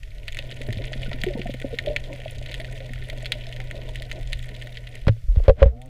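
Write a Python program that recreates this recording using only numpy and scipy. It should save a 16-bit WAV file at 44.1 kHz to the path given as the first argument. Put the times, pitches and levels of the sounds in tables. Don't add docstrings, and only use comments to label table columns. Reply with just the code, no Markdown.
import sys
import numpy as np
from scipy import signal
from scipy.fft import rfft, irfft, next_fast_len
from scipy.io import wavfile
from scipy.ndimage import uniform_filter1d, map_coordinates

SR = 44100
rng = np.random.default_rng(int(sys.argv[2]) if len(sys.argv) > 2 else 0)


def amplitude_ratio(level_db):
    exponent = np.asarray(level_db, float) / 20
    return 10 ** exponent


def store_wav(level_fs):
    pcm = np.round(np.clip(np.atleast_2d(level_fs), -1, 1) * 32767)
    wavfile.write(sys.argv[1], SR, pcm.T.astype(np.int16))


N = 259744

# time in seconds,
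# level in dB.
OPEN_WATER = [(0, -60), (.29, -52.5), (.45, -49.5), (.84, -47.5), (1.3, -47), (1.6, -51.5), (1.82, -47),
              (2.05, -50), (3.07, -48.5), (4.0, -50.5), (4.76, -51.5), (5.05, -53), (5.13, -63),
              (5.3, -66.5), (5.45, -58), (5.55, -69.5), (5.68, -77), (5.89, -64)]
# frequency in Hz, relative gain in dB.
HOUSING_COLOUR = [(470, -42), (900, -18), (1150, -26.5), (1470, -8.5), (1630, -15), (1830, 1), (2600, -3.5),
                  (3400, -1.5), (4500, -10.5), (5700, -19.5), (6500, -18), (8000, -20), (11000, -24),
                  (12600, -33), (15000, -26), (15500, -40), (16700, -58)]


def unit(x):
    return x / np.sqrt(np.mean(x ** 2) + 1e-20)


def curves(rows):
    s, *columns = np.transpose(rows)
    return [np.interp(np.arange(N) / SR, s, column) for column in columns]


def wobble(rate):
    knots = rng.standard_normal(int(N * rate / SR) + 4)
    return map_coordinates(knots, [np.arange(N) * rate / SR])


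def coloured(x, spectrum):
    m = 2 * next_fast_len(N // 2 + 4096)
    hz, db = np.transpose(spectrum)
    log_hz = np.log(np.fft.rfftfreq(m, 1 / SR) + 1)
    log_gain = np.interp(log_hz, np.log(hz + 1), db) * np.log(10) / 20
    cepstrum = irfft(log_gain, m)
    cepstrum[1:m // 2] *= 2
    cepstrum[m // 2 + 1:] = 0
    return irfft(rfft(x, m) * np.exp(rfft(cepstrum)), m)[:N]


def add(track, s, sound):
    part = track[round(s * SR):][:len(sound)]
    part += sound[:len(part)]


def ring(hz, t60, attack, glide=0.0):
    t = np.arange(SR // 3) / SR
    tone = np.sin(2 * np.pi * hz * t * (1 + glide * t))
    return tone * amplitude_ratio(-60 * t / t60) * (1 - np.exp(-t / attack))


def clicks(rate, spread_db):
    chance, sign, size = rng.random((3, N))
    return (chance < rate / SR) * np.sign(sign - .5) * amplitude_ratio(-spread_db * np.log(size + .01))


def snap_shape(echo_db, t60):
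    t = np.arange(SR // 16) / SR
    late = t - rng.uniform(.002, .006)
    tick = amplitude_ratio(-60 * t / 0.0036) * (1 - np.exp(-t / 0.00021))
    bounce = amplitude_ratio(rng.normal(-9, 4) - 60 * np.abs(late) / .005) * (late > 0)
    echoes = amplitude_ratio(echo_db - 60 * t / t60)
    return rng.standard_normal(len(t)) * (tick + bounce + echoes)


def far_snaps(rate, spread_db, colour_db, t60):
    train = np.abs(clicks(rate, spread_db))
    t = np.arange(SR // 20) / SR
    tail = amplitude_ratio(-60 * t / t60) * (1 - np.exp(-t / 0.0002))
    out = np.zeros(N)
    bands_hz = [(700, 2200), (2200, 3200), (3200, 5500), (5500, 9000), (9000, 12000), (12000, 17000)]
    for lo, hi in bands_hz:
        strength = train * amplitude_ratio(colour_db * rng.standard_normal(N))
        burst = signal.fftconvolve(strength, tail)[:N]
        band = signal.butter(2, [lo, hi], "band", fs=SR, output="sos")
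        out += signal.sosfilt(band, burst * rng.standard_normal(N))
    return out


def shrimp():
    # frequency in Hz, relative gain in dB.
    hiss_colour = [(710, -66.5), (1200, -44), (1480, 4.5), (1630, -14.5), (1820, 7), (3360, -7),
                   (5760, -48.5), (6640, -29.5), (14800, -53), (15500, -66)]
    # start in seconds, peak of the body in dB, favoured pitch in Hz,
    # peak of the treble in dB over that of the body.
    near_snaps = [(0.0323, -32, 2600, -12.5), (0.2808, -19, 2000, -14.5), (0.3232, -27, 2430, -9),
                  (0.3466, -26, 2520, -8.5), (0.3701, -21.5, 2230, -12), (0.3885, -18.5, 2740, -14),
                  (0.4908, -32, 3300, -28), (0.5212, -25, 3240, -36), (0.6155, -24, 2018, -13.5),
                  (0.7267, -24, 1980, -10.5), (0.7846, -29, 2430, -29), (0.82, -30.5, 2280, -25),
                  (0.8405, -24.5, 2390, -28), (0.8779, -28, 2440, -24), (0.9313, -31, 2140, -31),
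                  (0.9318, -20.5, 1750, -35), (1.0281, -28, 3753, -19), (1.1144, -25.5, 2040, -25),
                  (1.1308, -20.5, 1817, -25), (1.2007, -44, 2090, -12), (1.2361, -10.5, 1670, -18.5),
                  (1.2645, -24, 1950, -20), (1.286, -28.5, 2010, -27), (1.3364, -29.5, 3360, -25),
                  (1.4007, -38, 2333, -33), (1.4167, -20.5, 1910, -33), (1.4571, -36, 1846, -26),
                  (1.4696, -27, 2010, -15), (1.504, -32, 3440, -16), (1.5394, -25.5, 1870, -10),
                  (1.5878, -49, 2184, -12), (1.5993, -27.5, 1990, -13), (1.6162, -23.5, 1900, -14),
                  (1.6786, -38, 2100, -18), (1.7419, -33, 1860, -23), (1.7873, -11, 1900, -22.5),
                  (1.8607, -23.5, 2730, -15), (1.8811, -26.5, 3290, -33.5), (1.9006, -38, 3280, -24),
                  (1.9624, -11, 2300, -19.5), (2.1291, -25.5, 2370, -35), (2.2174, -31, 1820, -26),
                  (2.4493, -43, 1850, -19), (2.4598, -24, 2360, -20), (2.4942, -29, 3460, -21),
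                  (2.5137, -25, 1890, -13.5), (2.5421, -17.5, 3100, -16.5), (2.6, -23, 2017, -13),
                  (2.6459, -25, 2050, -20), (2.7247, -32.5, 1790, -7), (2.8045, -27.5, 2020, -28.5),
                  (2.8933, -34, 1888, -26), (2.9347, -25, 1810, -10), (3.024, -30, 1820, -29),
                  (3.0994, -22.5, 1982, -10), (3.1752, -31, 1820, -12), (3.2056, -37, 1980, -29.5),
                  (3.2221, -32, 1850, -31), (3.246, -28, 2720, -31), (3.2575, -17, 3900, -19),
                  (3.3199, -8, 3370, -15), (3.5254, -26.5, 2850, -12), (3.5633, -30, 2110, -13),
                  (3.6022, -22.5, 1840, -17), (3.7115, -20, 1870, -13), (3.7638, -43, 1979, -39),
                  (3.8167, -32, 2310, -26), (3.8896, -29, 3400, -12), (3.9569, -20.5, 2360, -15),
                  (4.0218, -23.5, 1850, -10.5), (4.1011, -34, 2000, -20), (4.1145, -17, 2280, -16),
                  (4.1639, -37, 2400, -22), (4.2108, -36, 3350, -13), (4.3221, -30, 2020, -10),
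                  (4.3306, -14.5, 3490, -12), (4.3884, -30, 2440, -12), (4.4268, -33, 1840, -5),
                  (4.4902, -31, 1960, -10), (4.5421, -34, 1860, -22), (4.6149, -28, 1880, -28.5),
                  (4.6224, -25.5, 1820, -12), (4.6718, -27.5, 1805, -15), (4.7531, -32, 2890, -21),
                  (4.7716, -25.5, 1850, -34), (4.8718, -26.5, 2200, -20), (4.9402, -36, 1840, -23),
                  (4.9531, -28, 2280, -12), (5.8167, -35.5, 3700, -4.5), (5.8591, -49, 1790, 4)]

    far_db = curves(OPEN_WATER)[0]
    far = far_snaps(900, spread_db=6.0, colour_db=8.5, t60=0.014)
    crackle = amplitude_ratio(far_db) * unit(coloured(far, HOUSING_COLOUR))
    hiss = amplitude_ratio(far_db - 6.0) * unit(coloured(rng.standard_normal(N), hiss_colour))
    out = crackle + hiss

    response = coloured(signal.unit_impulse(N), HOUSING_COLOUR)
    low = coloured(response, [(4500, -16.5), (7500, -34.5)])[:SR // 40]
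    high = coloured(response, [(4000, -39.5), (6500, 7.5), (14000, 6.5)])[:SR // 40]
    damped = amplitude_ratio(-60 * np.arange(SR // 16) / SR / 0.1)
    for s, db, hz, treble_db in near_snaps:
        shape = snap_shape(echo_db=-25.0, t60=0.084)
        tint = signal.lfilter(*signal.iirpeak(hz, 2.5, SR), shape)
        body = signal.fftconvolve(shape + 0.86 * tint, low)
        treble = signal.fftconvolve(shape * damped, high)
        body = amplitude_ratio(db) * body / np.abs(body).max()
        treble = amplitude_ratio(db + treble_db) * treble / np.abs(treble).max()
        add(out, s, body + treble)
    return out


def strokes_db():
    # start of the hold in seconds, hold in seconds, held level in dB.
    finger_strokes = [(5.362, 0.033, -59), (5.454, .01, -48), (5.604, 0.011, -42), (5.661, .015, -51.5)]
    rise_db_per_s, fall_db_per_s = 594, 507
    t = np.arange(N) / SR
    levels = []
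    for s, hold, db in finger_strokes:
        rise = rise_db_per_s * np.maximum(s - t, 0)
        fall = fall_db_per_s * np.maximum(t - s - hold, 0)
        levels.append(db - rise - fall)
    return np.max(levels, axis=0)


def handling():
    # start in seconds, linear force (push +, pull -), pitch in Hz,
    # 60 dB decay in seconds, build-up in ms.
    thuds = [(0.687, 0.15, 110, .15, 3.7), (0.771, 0.16, 107, 0.11, 3.8), (4.35, 0.05, 74.1, 0.22, 5.3),
             (5.0728, 4.5, 96, 0.014, 3.3), (5.094, 0.53, 109, 0.15, 0.41), (5.239, 0.23, 35.6, 0.066, 3.8),
             (5.284, 0.83, 40.4, 0.2, 12), (5.37, 2.4, 63.2, 0.053, 8.1), (5.399, 0.85, 31, 0.14, 14),
             (5.48, -5, 72, 0.084, 26), (5.499, -2.7, 37.9, 0.034, 2.1), (5.619, 12.5, 56.5, 0.049, 41),
             (5.635, 0.8, 62.4, .06, 2.7), (5.659, 0.76, 61.2, 0.15, 0.76)]
    # start in seconds, gain of the ring in dB, gain of the crack in dB before its colouring,
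    # share of the free ring time left by the grip.
    knocks = [(5.069, -38, -27, 0.33), (5.081, -14.5, -11, 0.49), (5.165, -43, -60, 0.3),
              (5.285, -39, -52, 0.24), (5.318, -42, -55, 0.25), (5.36, -24.5, -41, 0.18),
              (5.385, -24, -51, 0.17), (5.401, -21, -56, 0.2), (5.481, -1, -17.5, 0.48),
              (5.4946, -1, -19.5, 0.55), (5.619, -7, -41, 0.92), (5.628, -4.5, -16, 0.33),
              (5.657, -20, -37.5, 0.83)]
    # pitch in Hz, level in dB relative to the knock, free 60 dB decay in seconds.
    shell_modes = [(360, -33, 0.097), (464, -3, 0.12), (543.5, 10, 0.073), (619, -10, 0.053),
                   (746, -13, 0.08), (992, -35.5, 0.044)]
    # frequency in Hz, relative gain in dB.
    skin_colour = [(150, -53), (300, -16), (565, -13.5), (1300, -12.5), (1910, -11.5), (3180, -18),
                   (3770, -23), (12000, -59.5), (15600, -80), (22000, -120)]

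    out, cracks = np.zeros(N), np.zeros(N)
    for s, force, hz, t60, build_ms in thuds:
        add(out, s, force * ring(hz, t60, attack=build_ms / 1000))
    for s, ring_db, crack_db, free in knocks:
        modes = sum(amplitude_ratio(db) * ring(hz, free * t60, attack=0.0053) for hz, db, t60 in shell_modes)
        add(out, s, amplitude_ratio(ring_db) * modes)
        add(cracks, s, amplitude_ratio(crack_db) * snap_shape(echo_db=-4.5, t60=0.038))
    grit = clicks(2900, spread_db=-14) + 0.52 * rng.standard_normal(N)
    scrape = amplitude_ratio(strokes_db()) * unit(coloured(grit, skin_colour))
    shell_cracks = amplitude_ratio(20.0) * coloured(cracks, skin_colour)
    port_cracks = amplitude_ratio(-6) * coloured(cracks, HOUSING_COLOUR)
    return out + shell_cracks + port_cracks + scrape


def bubbles():
    # start in seconds, level in dB before the flutter, starting pitch in Hz,
    # 60 dB decay in seconds.
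    air_pockets = [(.391, -30.5, 570, .04), (0.523, -34.5, 490, 0.036), (.605, -34, 270, 0.068),
                   (.608, -20.5, 490, 0.018), (0.687, -22.5, 227, 0.057), (.685, -26.5, 399, .03),
                   (0.687, -23, 590, 0.019), (.72, -26, 380, .025), (0.767, -26, 202, 0.055),
                   (.788, -27, 560, 0.046), (.8, -29, 410, .067), (.81, -24, 285, 0.039),
                   (.918, -27, 615, 0.044), (0.956, -31, 217, 0.057), (.97, -38, 620, 0.039),
                   (1.06, -34, 1480, 0.052), (1.059, -33, 486, .056), (1.078, -28.5, 190, 0.09),
                   (1.116, -20, 600, 0.038), (1.116, -34.5, 940, 0.047), (1.125, -34, 1390, 0.037),
                   (1.14, -29.5, 263, 0.12), (1.24, -20.5, 166, .045), (1.265, -16.5, 373, .12),
                   (1.266, -24, 640, .04), (1.36, -38, 920, 0.085), (1.266, -21.5, 440, 0.059),
                   (1.296, -27.5, 580, 0.2), (1.352, -16.5, 224, 0.039), (1.351, -32, 513, 0.046),
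                   (1.37, -25.5, 473, 0.084), (1.391, -20, 202, 0.042), (1.39, -31, 370, 0.14),
                   (1.456, -30.5, 220, 0.062), (1.456, -29, 697, .06), (1.493, -21, 242, 0.036),
                   (1.493, -22.5, 570, 0.053), (1.542, -24, 241, 0.045), (1.543, -29.5, 509, 0.043),
                   (1.614, -28.5, 464, 0.04), (1.62, -32.5, 1512, 0.041), (1.642, -22.5, 560, 0.1),
                   (1.644, -21, 266, 0.077), (1.727, -30.5, 265, 0.096), (1.728, -19, 482, 0.069),
                   (1.851, -30, 565, 0.09), (1.868, -27, 424, 0.066), (1.871, -17.5, 594, 0.15),
                   (1.897, -22.5, 611, 0.19), (1.901, -32.5, 475, 0.17), (1.93, -39, 585, .084),
                   (2.1, -43, 940, 0.077), (2.104, -35, 549, 0.13), (2.415, -31.5, 613, 0.034),
                   (2.685, -40, 1520, .036), (3.355, -34.5, 594, 0.068), (3.47, -31.5, 650, 0.066),
                   (3.744, -33, 641, 0.077), (1.965, -28.5, 635, 0.027), (2.133, -28.5, 570, 0.077),
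                   (2.192, -29, 586, 0.036), (2.258, -23, 636, 0.05), (2.597, -28, 644, 0.055),
                   (2.803, -30.5, 543, .11), (2.902, -32, 242, 0.094), (3.091, -32, 574, .037),
                   (3.129, -23, 610, 0.028), (3.23, -31.5, 636, 0.068), (3.32, -25, 619, 0.028),
                   (3.6, -37.5, 766, .07), (3.89, -38.5, 930, 0.037), (4.007, -27.5, 634, 0.088)]
    out, puffs = np.zeros(N), np.zeros(N)
    t = np.arange(SR // 5) / SR
    flutter_db = 3.5 * wobble(150)
    for s, db, hz, t60 in air_pockets:
        level = amplitude_ratio(db + flutter_db[round(s * SR):][:SR // 3])
        add(out, s, level * ring(hz, t60, attack=0.0018, glide=-0.38))
        add(puffs, s, amplitude_ratio(db - 60 * t / (.6 * t60)) * rng.standard_normal(len(t)))
    puff_colour = [(120, -24.5), (200, -2), (700, 4), (1100, -62), (2000, -47)]  # Hz, dB
    return out + amplitude_ratio(3.5) * coloured(puffs, puff_colour)


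def motor():
    # time in seconds, shaft pitch in Hz, level in dB; both waver about these.
    shaft = [(0, 97.4, -61), (.25, 101.1, -46), (.4, 124.7, -41.5), (1.3, 127.5, -35.5),
             (1.75, 125.7, -39.5), (2.4, 125.3, -41.5), (3.1, 123.1, -37.5), (4.3, 122.6, -40),
             (5.0, 120.6, -42), (5.1, 119.7, -73), (5.69, 110, -61), (5.73, 114, -41.5), (5.76, 117.2, -44),
             (5.835, 127.6, -45), (5.89, 128.3, -45)]
    # multiple of the shaft pitch, level in dB relative to the whole buzz.
    overtones = [(2, -8), (3, -27), (4, -10), (5, -9), (6, -9), (7, -25), (8, -36), (9, -33), (10, -35),
                 (11, -33), (12, -38)]
    restart_s = 5.5
    cruise_buzz_db, loaded_buzz_db = -20, -2.5

    hz, db = curves(shaft)
    phase = 2 * np.pi * np.cumsum(hz * (1 + 0.0034 * wobble(11))) / SR
    buzz = np.zeros(N)
    for multiple, level_db in overtones:
        shaky_phase = multiple * phase + 0.75 * wobble(40) + rng.uniform(0, 2 * np.pi)
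        buzz += amplitude_ratio(level_db + 3.8 * wobble(30)) * np.sin(shaky_phase)
    buzz_db = np.where(np.arange(N) / SR < restart_s, cruise_buzz_db, loaded_buzz_db)
    tone = amplitude_ratio(1.13 * wobble(11)) * np.sin(phase)
    return np.sqrt(2) * amplitude_ratio(db) * (tone + amplitude_ratio(buzz_db) * buzz)


def murmur(rate, hz, spread, t60, spread_db):
    out = np.zeros(N)
    for when, pitch, size, slide in rng.random((round(rate * N / SR), 4)):
        blip = ring(hz * spread ** (2 * pitch - 1), t60, attack=0.0016, glide=4 * slide - 2)
        add(out, when * N / SR, amplitude_ratio(-spread_db * size) * blip[:SR // 8])
    return out


def water():
    # time in seconds, level in dB before the hand stirs it.
    surge_level = [(0, -33.5), (.9, -34), (1.15, -30), (1.42, -35.5), (1.89, -28.5), (2.1, -34.5),
                   (2.4, -29), (2.68, -34.5), (3.0, -30), (3.55, -38), (4.2, -30), (4.66, -39), (4.9, -39),
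                   (5.05, -31), (5.89, -41.5)]
    # frequency in Hz, relative gain in dB.
    surge_colour = [(7, -19.5), (12, 9), (38, 8), (70, -6), (110, -5.5), (160, -20.5), (260, -64),
                    (440, -120)]
    wash_colour = [(90, -59), (150, -3.5), (300, -6.5), (488, -8.5), (623, 0), (760, -17.5), (872, -25.5),
                   (965, -15.5), (1140, -33), (1300, -34.5), (1690, -39), (2860, -120)]
    wash_db, wash_grows = -54, 1.25
    slosh_db, heave_db = 5, 13

    stir = uniform_filter1d(amplitude_ratio(strokes_db()), size=SR // 20)
    surge = unit(amplitude_ratio(1.15 * wobble(5.4)) * coloured(rng.standard_normal(N), surge_colour))
    wash_swing = amplitude_ratio(3.0 * wobble(16) + 0.5 * wobble(3.97))
    wash = unit(wash_swing * coloured(rng.standard_normal(N), wash_colour))
    blips = unit(murmur(70, hz=539.0, spread=1.35, t60=0.12, spread_db=22.0))
    surge_gain = amplitude_ratio(curves(surge_level)[0]) + amplitude_ratio(heave_db) * stir
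    open_db = curves(OPEN_WATER)[0]
    hollow_gain = amplitude_ratio(wash_db + wash_grows * (open_db - wash_db)) + amplitude_ratio(slosh_db) * stir
    return surge_gain * surge + hollow_gain * (wash + amplitude_ratio(-6) * blips)


def scene():
    return (water() + shrimp() + bubbles() + motor() + handling())[None]


def low_pass(x):
    return signal.sosfilt(signal.butter(12, 16640, fs=SR, output="sos"), x)


def record(dry):
    # time in seconds, level in dB.
    hiss_level = [(0, -65), (5.1, -66), (5.45, -63), (5.52, -72.5), (5.89, -73.5)]
    # frequency in Hz, relative gain in dB.
    self_colour = [(710, -51.5), (1200, -9), (5510, -9), (9320, -16.5), (10600, -15.5), (15100, -18),
                   (15500, -45)]
    # pitch in Hz, level in dB while the hiss is at its highest.
    whine_tones = [(10290, -86)]

    hiss_db = curves(hiss_level)[0]
    hiss = amplitude_ratio(hiss_db) * unit(coloured(rng.standard_normal(N), self_colour))
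    t = np.arange(N) / SR
    whine = sum(amplitude_ratio(db + 2.1 * wobble(20)) * np.sin(2 * np.pi * hz * t) for hz, db in whine_tones)
    whine = np.sqrt(2) * amplitude_ratio(hiss_db - hiss_db.max()) * whine
    wet = dry + hiss + whine
    rounded = wet / (1 + np.abs(wet / .96) ** 6) ** (1 / 6)
    return low_pass(rounded)


dry = scene()
out = record(dry)
store_wav(out)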